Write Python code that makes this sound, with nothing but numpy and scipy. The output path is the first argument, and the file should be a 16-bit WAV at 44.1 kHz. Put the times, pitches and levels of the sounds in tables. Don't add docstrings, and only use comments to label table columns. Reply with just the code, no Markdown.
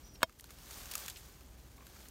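import sys
import numpy as np
from scipy import signal
from scipy.fft import rfft, irfft
from scipy.io import wavfile

SR = 44100
rng = np.random.default_rng(int(sys.argv[2]) if len(sys.argv) > 2 else 0)


def transcribe(signal):
    frames = np.atleast_2d(signal).T
    limited = np.clip(frames, -1, 1)
    pcm = np.round(limited * 32767).astype(np.int16)
    wavfile.write(sys.argv[1], SR, pcm)


def makeup_ratio(level_db):
    decades = np.asarray(level_db, float) / 20
    return 10 ** decades


N = 92610

# [pitch_hz, level_db per Hz]
AIR_SPECTRUM = [(25, -30), (40, -0.5), (90, -8), (300, -12), (600, -19.5), (2000, -29.5), (6000, -34.5),
                (15800, -40)]
# [multiple of the firing rate, level_db]
ENGINE_ORDERS = [(2, -65.5), (3, -62), (4, -70.5), (5, -77.5), (6, -73), (7, -90), (8, -83.5)]
# [start_s, pitch_hz, level_db]
BIRD_WHISTLE = [
    (.025, 5700, -80),
    (.045, 5740, -65),
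    (.08, 5880, -66),
    (.12, 5850, -69),
    (.165, 5550, -69),
    (.19, 5250, -80),
]
# [start_s, level_db]
BRUSH_PUSH = [(0.0, -62.5), (0.1, -69.5), (0.25, -64.5), (0.46, -62.5), (0.59, -60.5), (0.74, -50.5),
              (0.86, -51.5), (0.93, -49), (1.01, -48), (1.16, -57.5), (1.53, -66), (1.77, -65),
              (2.03, -58.5), (2.1, -63)]
# [pitch_hz, level_db per Hz]
LEAF_SPECTRUM = [(200, -1), (500, 0.5), (1200, 3.5), (2200, 0.5), (6600, 2), (10500, -2.5), (12500, 0),
                 (15800, 0)]
# [start_s, peak level_db, stem pitch_hz, decay to -60 dB_s]
STEM_TAPS = [(.135, -52.5, 9300, 0.086), (1.097, -37, 3852, 0.0552), (.154, -47, 2910, 0.022),
             (.2925, -44.5, 1327, 0.018), (.4895, -52, 1380, 0.05634), (1.157, -44.5, 3040, 0.072),
             (1.778, -53.5, 1100, .04), (1.803, -50, 1156, 0.11), (1.96, -55, 1329, 0.0274),
             (2.053, -51.5, 2000, 0.02588)]
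# [start_s, peak level_db, twig pitch_hz, decay to -60 dB_s]
TWIG_SNAPS = [(.2955, -41, 4900, 0.01454), (.325, -45, 2500, .012), (.388, -44.5, 6175, .06),
              (.3965, -36.5, 1970, 0.015), (.4082, -31, 6500, 0.0122), (.4418, -34.5, 880, 0.01099),
              (.4565, -48, 2700, 0.033), (.5058, -38.5, 1213, 0.022), (.5865, -44, 2900, .01),
              (.628, -48, 1321, 0.00657), (.669, -45, 1235, 0.01218), (.709, -36.5, 2517, 0.02874),
              (.856, -38, 2903, 0.02378), (.912, -28, 3040, 0.03838), (.9365, -28, 2440, 0.02338),
              (.9528, -22.5, 1300, 0.015), (.953, -22, 7400, 0.01965), (.9787, -28, 5440, 0.01022),
              (1.003, -39, 5000, 0.02964), (1.061, -32, 3982, 0.01137), (1.0808, -27.5, 1728, 0.037),
              (1.0985, -28, 4600, 0.0143), (1.170, -40.5, 3840, 0.15), (1.4085, -44, 1200, 0.017),
              (1.8665, -42, 1585, 0.036), (2.085, -40.5, 6500, 0.02127)]
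# [start_s, strength level_db, hardness_hz]
POLE_KNOCKS = [
    (.2064, -51, 9000),
    (.2185, -34, 1500),
    (0.23, -10, 8000),
    (.2322, -19.5, 2615),
]
# [pitch_hz, level_db, decay to -60 dB_s]
POLE_MODES = [(519, -5.5, 0.02892), (652, -0.5, 0.057), (964, 1, 0.026), (1156, 4, 0.019), (1464, 3, .018),
              (1670, 5, 0.016), (2180, -6, 0.027), (2530, -9, 0.029), (2906, -7.5, 0.02123),
              (3200, -9.5, 0.042), (3706, -7, 0.03021), (4510, -6.5, 0.024), (5380, -11, 0.043),
              (6870, -10.5, 0.025)]

STEADY_TOP_HZ = 15850
AIR_DB = -60
FIRING_HZ, FIRING_AT_S, ENGINE_WAVER_DB = 20.45, 1.8, 1.5
BIRD_FLUTTER_DB, BIRD_FUZZ_HZ, BIRD_LOWER_RATIO, BIRD_LOWER_DB = 3.5, 95, .9, -8
LEAF_GRAINS_PER_S, LEAF_CYCLES = 2500, 8
LEAF_GRAIN_DB, LEAF_SMOOTH_DB = -5, -1.5
SPLINTERS_PER_S, SPLINTER_SPREAD_DB = 8200, 1.5
TWIG_RING_DB, TWIG_OVERTONE_DB, TWIG_CYCLES = -11, -12, 12
FAINT_DB = -31
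SLIDE_FROM_S, SLIDE_DB, SLIDE_RISE_DB = .213, -43, 20
CRACK_DB, CRACK_T60_S = -2, 0.0089
RATTLE_DB, RATTLE_T60_S, RATTLE_LOW_HZ = -24, .045, 500
THUD_DB, THUD_HZ, THUD_T60_S = -15, 231.48, 0.031
THUD_LOW_DB, THUD_LOW_HZ = -11.5, 90.256
DUCK_AT_S, DUCK_DB, DUCK_HOLD_S, DUCK_RELEASE_S = 0.217, -5.5, 0.19, 0.081
MIC_NOTCH_HZ, MIC_NOTCH_WIDTH_HZ, MIC_NOTCH_SHARE = 10409, 793, 0.2746
MIC_LOW_HZ, MIC_TOP_HZ = 32, 16950


def rms_one(x):
    return x / np.sqrt(np.mean(x ** 2) + 1e-20)


def in_time(rows):
    s, *columns = np.transpose(rows)
    return [np.interp(np.arange(N) / SR, s, c) for c in columns]


def drift(rate_hz):
    r = np.exp(-80 * np.pi * rate_hz / SR)
    noise = rng.standard_normal(N // 40 + 2002)
    slow = signal.lfilter([1], [1, -2 * r, r * r], noise)[2000:]
    return np.interp(np.arange(N) / 40, np.arange(len(slow)), rms_one(slow))


def ring(clicks, hz, t60_s):
    r = makeup_ratio(-60 / (t60_s * SR))
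    w = 2 * np.pi * hz / SR
    return signal.lfilter([0, np.sin(w)], [1, -2 * r * np.cos(w), r * r], clicks + 1e-18)


def sieve(x, kind, order, hz):
    return signal.sosfilt(signal.butter(order, hz, kind, fs=SR, output="sos"), x)


def soften(x, hard_hz):
    r = np.exp(-2 * np.pi * hard_hz / SR)
    return signal.lfilter([1 - r], [1, -r], x)


def colour(x, spectrum):
    hz, db = np.transpose(spectrum)
    bins_hz = np.maximum(np.arange(N // 2 + 1) * SR / N, 1)
    gain = makeup_ratio(np.interp(np.log(bins_hz), np.log(hz), db, left=-60))
    return rms_one(irfft(rfft(x) * gain * (bins_hz < STEADY_TOP_HZ), N))


def patchy_noise(patchy_db, rate_hz):
    noise = rng.standard_normal(N)
    together = drift(rate_hz)
    edges = 30 * 2 ** np.arange(0, 9.6, .5)
    out = 0
    for low, high in zip(edges, edges[1:]):
        flicker = together + 0.932 * drift(rate_hz)
        out = out + sieve(noise, "band", 1, [low, high]) * makeup_ratio(patchy_db * flicker)
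    return out


def far_air():
    return makeup_ratio(AIR_DB) * colour(patchy_noise(.3, 6.3), AIR_SPECTRUM)


def far_engine():
    turns = FIRING_HZ * (np.arange(N) / SR - FIRING_AT_S)
    out = np.zeros(N)
    for order, db in ENGINE_ORDERS:
        level = np.sqrt(2) * makeup_ratio(db + ENGINE_WAVER_DB * drift(7.0))
        out -= level * np.cos(2 * np.pi * np.round(order) * turns + 0.25 * drift(3.0))
    return out


def bird():
    hz, db = in_time(BIRD_WHISTLE)
    t = np.arange(N) / SR
    gate = (t > BIRD_WHISTLE[0][0]) & (t < BIRD_WHISTLE[-1][0])
    out = np.zeros(N)
    for ratio, voice_db in [(1, 0), (BIRD_LOWER_RATIO, BIRD_LOWER_DB)]:
        level = np.sqrt(2) * gate * makeup_ratio(db + voice_db + BIRD_FLUTTER_DB * drift(60.0))
        voice_hz = ratio * hz + BIRD_FUZZ_HZ * drift(150.0)
        out += level * np.sin(2 * np.pi * np.cumsum(voice_hz) / SR)
    return out


def leaves():
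    push_db, = in_time(BRUSH_PUSH)
    sizes = makeup_ratio(3.314 * np.minimum(rng.exponential(1, N), 4)) * rng.choice([-1, 1], N)
    born = rng.random(N) < LEAF_GRAINS_PER_S * makeup_ratio(4 * drift(25)) / SR
    pitch_of = rng.integers(0, 20, N)
    grains = np.zeros(N)
    for k, hz in enumerate(np.geomspace(500, 15000, 20)):
        grains += ring(sizes * born * (pitch_of == k), hz, LEAF_CYCLES / hz) * hz / 4000
    smooth = patchy_noise(1.1, 35)
    mix = makeup_ratio(LEAF_GRAIN_DB) * rms_one(grains) + makeup_ratio(LEAF_SMOOTH_DB) * rms_one(smooth)
    return makeup_ratio(push_db) * colour(mix, LEAF_SPECTRUM)


def splintering(rows, top_ratio, rise_s):
    size = 4096
    out, t = np.zeros(N + size), np.arange(size) / SR
    for s, db, hz, t60_s in rows:
        fibres = rng.standard_normal(size) * makeup_ratio(SPLINTER_SPREAD_DB * rng.exponential(1, size))
        fibres *= rng.random(size) < SPLINTERS_PER_S / SR
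        envelope = makeup_ratio(-60 * t / max(t60_s, .002)) * np.minimum(t / rise_s, 1)
        burst = sieve(fibres * envelope, "high", 3, hz)
        snap = rms_one(burst) + makeup_ratio(TWIG_RING_DB) * rms_one(ring(burst, hz, TWIG_CYCLES / hz))
        for over_hz in np.minimum(hz * rng.uniform([1.7, 3], [2.6, 6]), 13000):
            snap += makeup_ratio(TWIG_OVERTONE_DB) * rms_one(ring(burst, over_hz, TWIG_CYCLES / over_hz))
        snap = sieve(snap, "low", 4, min(top_ratio * hz, .45 * SR))
        if db < FAINT_DB:
            snap = signal.sosfilt(signal.cheby2(10, 50, STEADY_TOP_HZ, fs=SR, output="sos"), snap)
        start = int(s * SR)
        out[start:start + size] += makeup_ratio(db) * snap / np.abs(snap).max()
    return out[:N]


def stem_taps():
    return splintering(STEM_TAPS, top_ratio=1.7, rise_s=.004)


def twig_snaps():
    return splintering(TWIG_SNAPS, top_ratio=25.86, rise_s=.0003)


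def pole_slide():
    t, hit_s = np.arange(N) / SR, POLE_KNOCKS[2][0]
    rise = (t - hit_s) / (hit_s - SLIDE_FROM_S)
    swell = makeup_ratio(SLIDE_DB + SLIDE_RISE_DB * rise) * (t > SLIDE_FROM_S) * (t < hit_s)
    noise = rng.standard_normal(N)
    return swell * (rms_one(ring(noise, 2950, 0.019)) + makeup_ratio(-10.5) * rms_one(ring(noise, 8000, 0.011)))


def pole_knock():
    size = 8192
    out, t = np.zeros(N + size), np.arange(size) / SR
    for s, db, hard_hz in POLE_KNOCKS:
        click = soften(1. * (t == 0), hard_hz)
        body = np.zeros(size)
        for k, (hz, mode_db, t60_s) in enumerate(POLE_MODES):
            body += (-1) ** k * makeup_ratio(mode_db - 9) * ring(click, hz, t60_s)
        crack = soften(rng.standard_normal(size), hard_hz) * makeup_ratio(CRACK_DB - 60 * t / CRACK_T60_S)
        bark = soften(sieve(rng.standard_normal(size), "high", 2, RATTLE_LOW_HZ), hard_hz)
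        rattle = bark * makeup_ratio(RATTLE_DB - 60 * t / RATTLE_T60_S)
        thud = ring(click, THUD_HZ, THUD_T60_S)
        thud += makeup_ratio(THUD_LOW_DB) * ring(click, THUD_LOW_HZ, 2 * THUD_T60_S)
        start = int(s * SR)
        out[start:start + size] += makeup_ratio(db) * (body + crack + rattle + makeup_ratio(THUD_DB) * thud)
    return out[:N]


def scene():
    background = far_air() + far_engine() + bird()
    brush = leaves() + stem_taps() + twig_snaps()
    return (background + brush + pole_slide() + pole_knock())[None]


def band_limit(x):
    return signal.sosfilt(signal.butter(12, 16810, fs=SR, output="sos"), x)


def record(dry):
    t = np.arange(N) / SR - DUCK_AT_S
    duck = np.interp(t, [0, .05, DUCK_HOLD_S, DUCK_HOLD_S + DUCK_RELEASE_S], [0, 1, 1, 0])
    x = dry * makeup_ratio(DUCK_DB * duck)
    x = signal.sosfilt(signal.cheby2(12, 70, MIC_TOP_HZ, fs=SR, output="sos"), x)
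    port = signal.iirpeak(MIC_NOTCH_HZ, MIC_NOTCH_HZ / MIC_NOTCH_WIDTH_HZ, SR)
    x = x - MIC_NOTCH_SHARE * signal.lfilter(*port, x)
    return band_limit(sieve(x, "high", 3, MIC_LOW_HZ))


dry = scene()
out = record(dry)
transcribe(out)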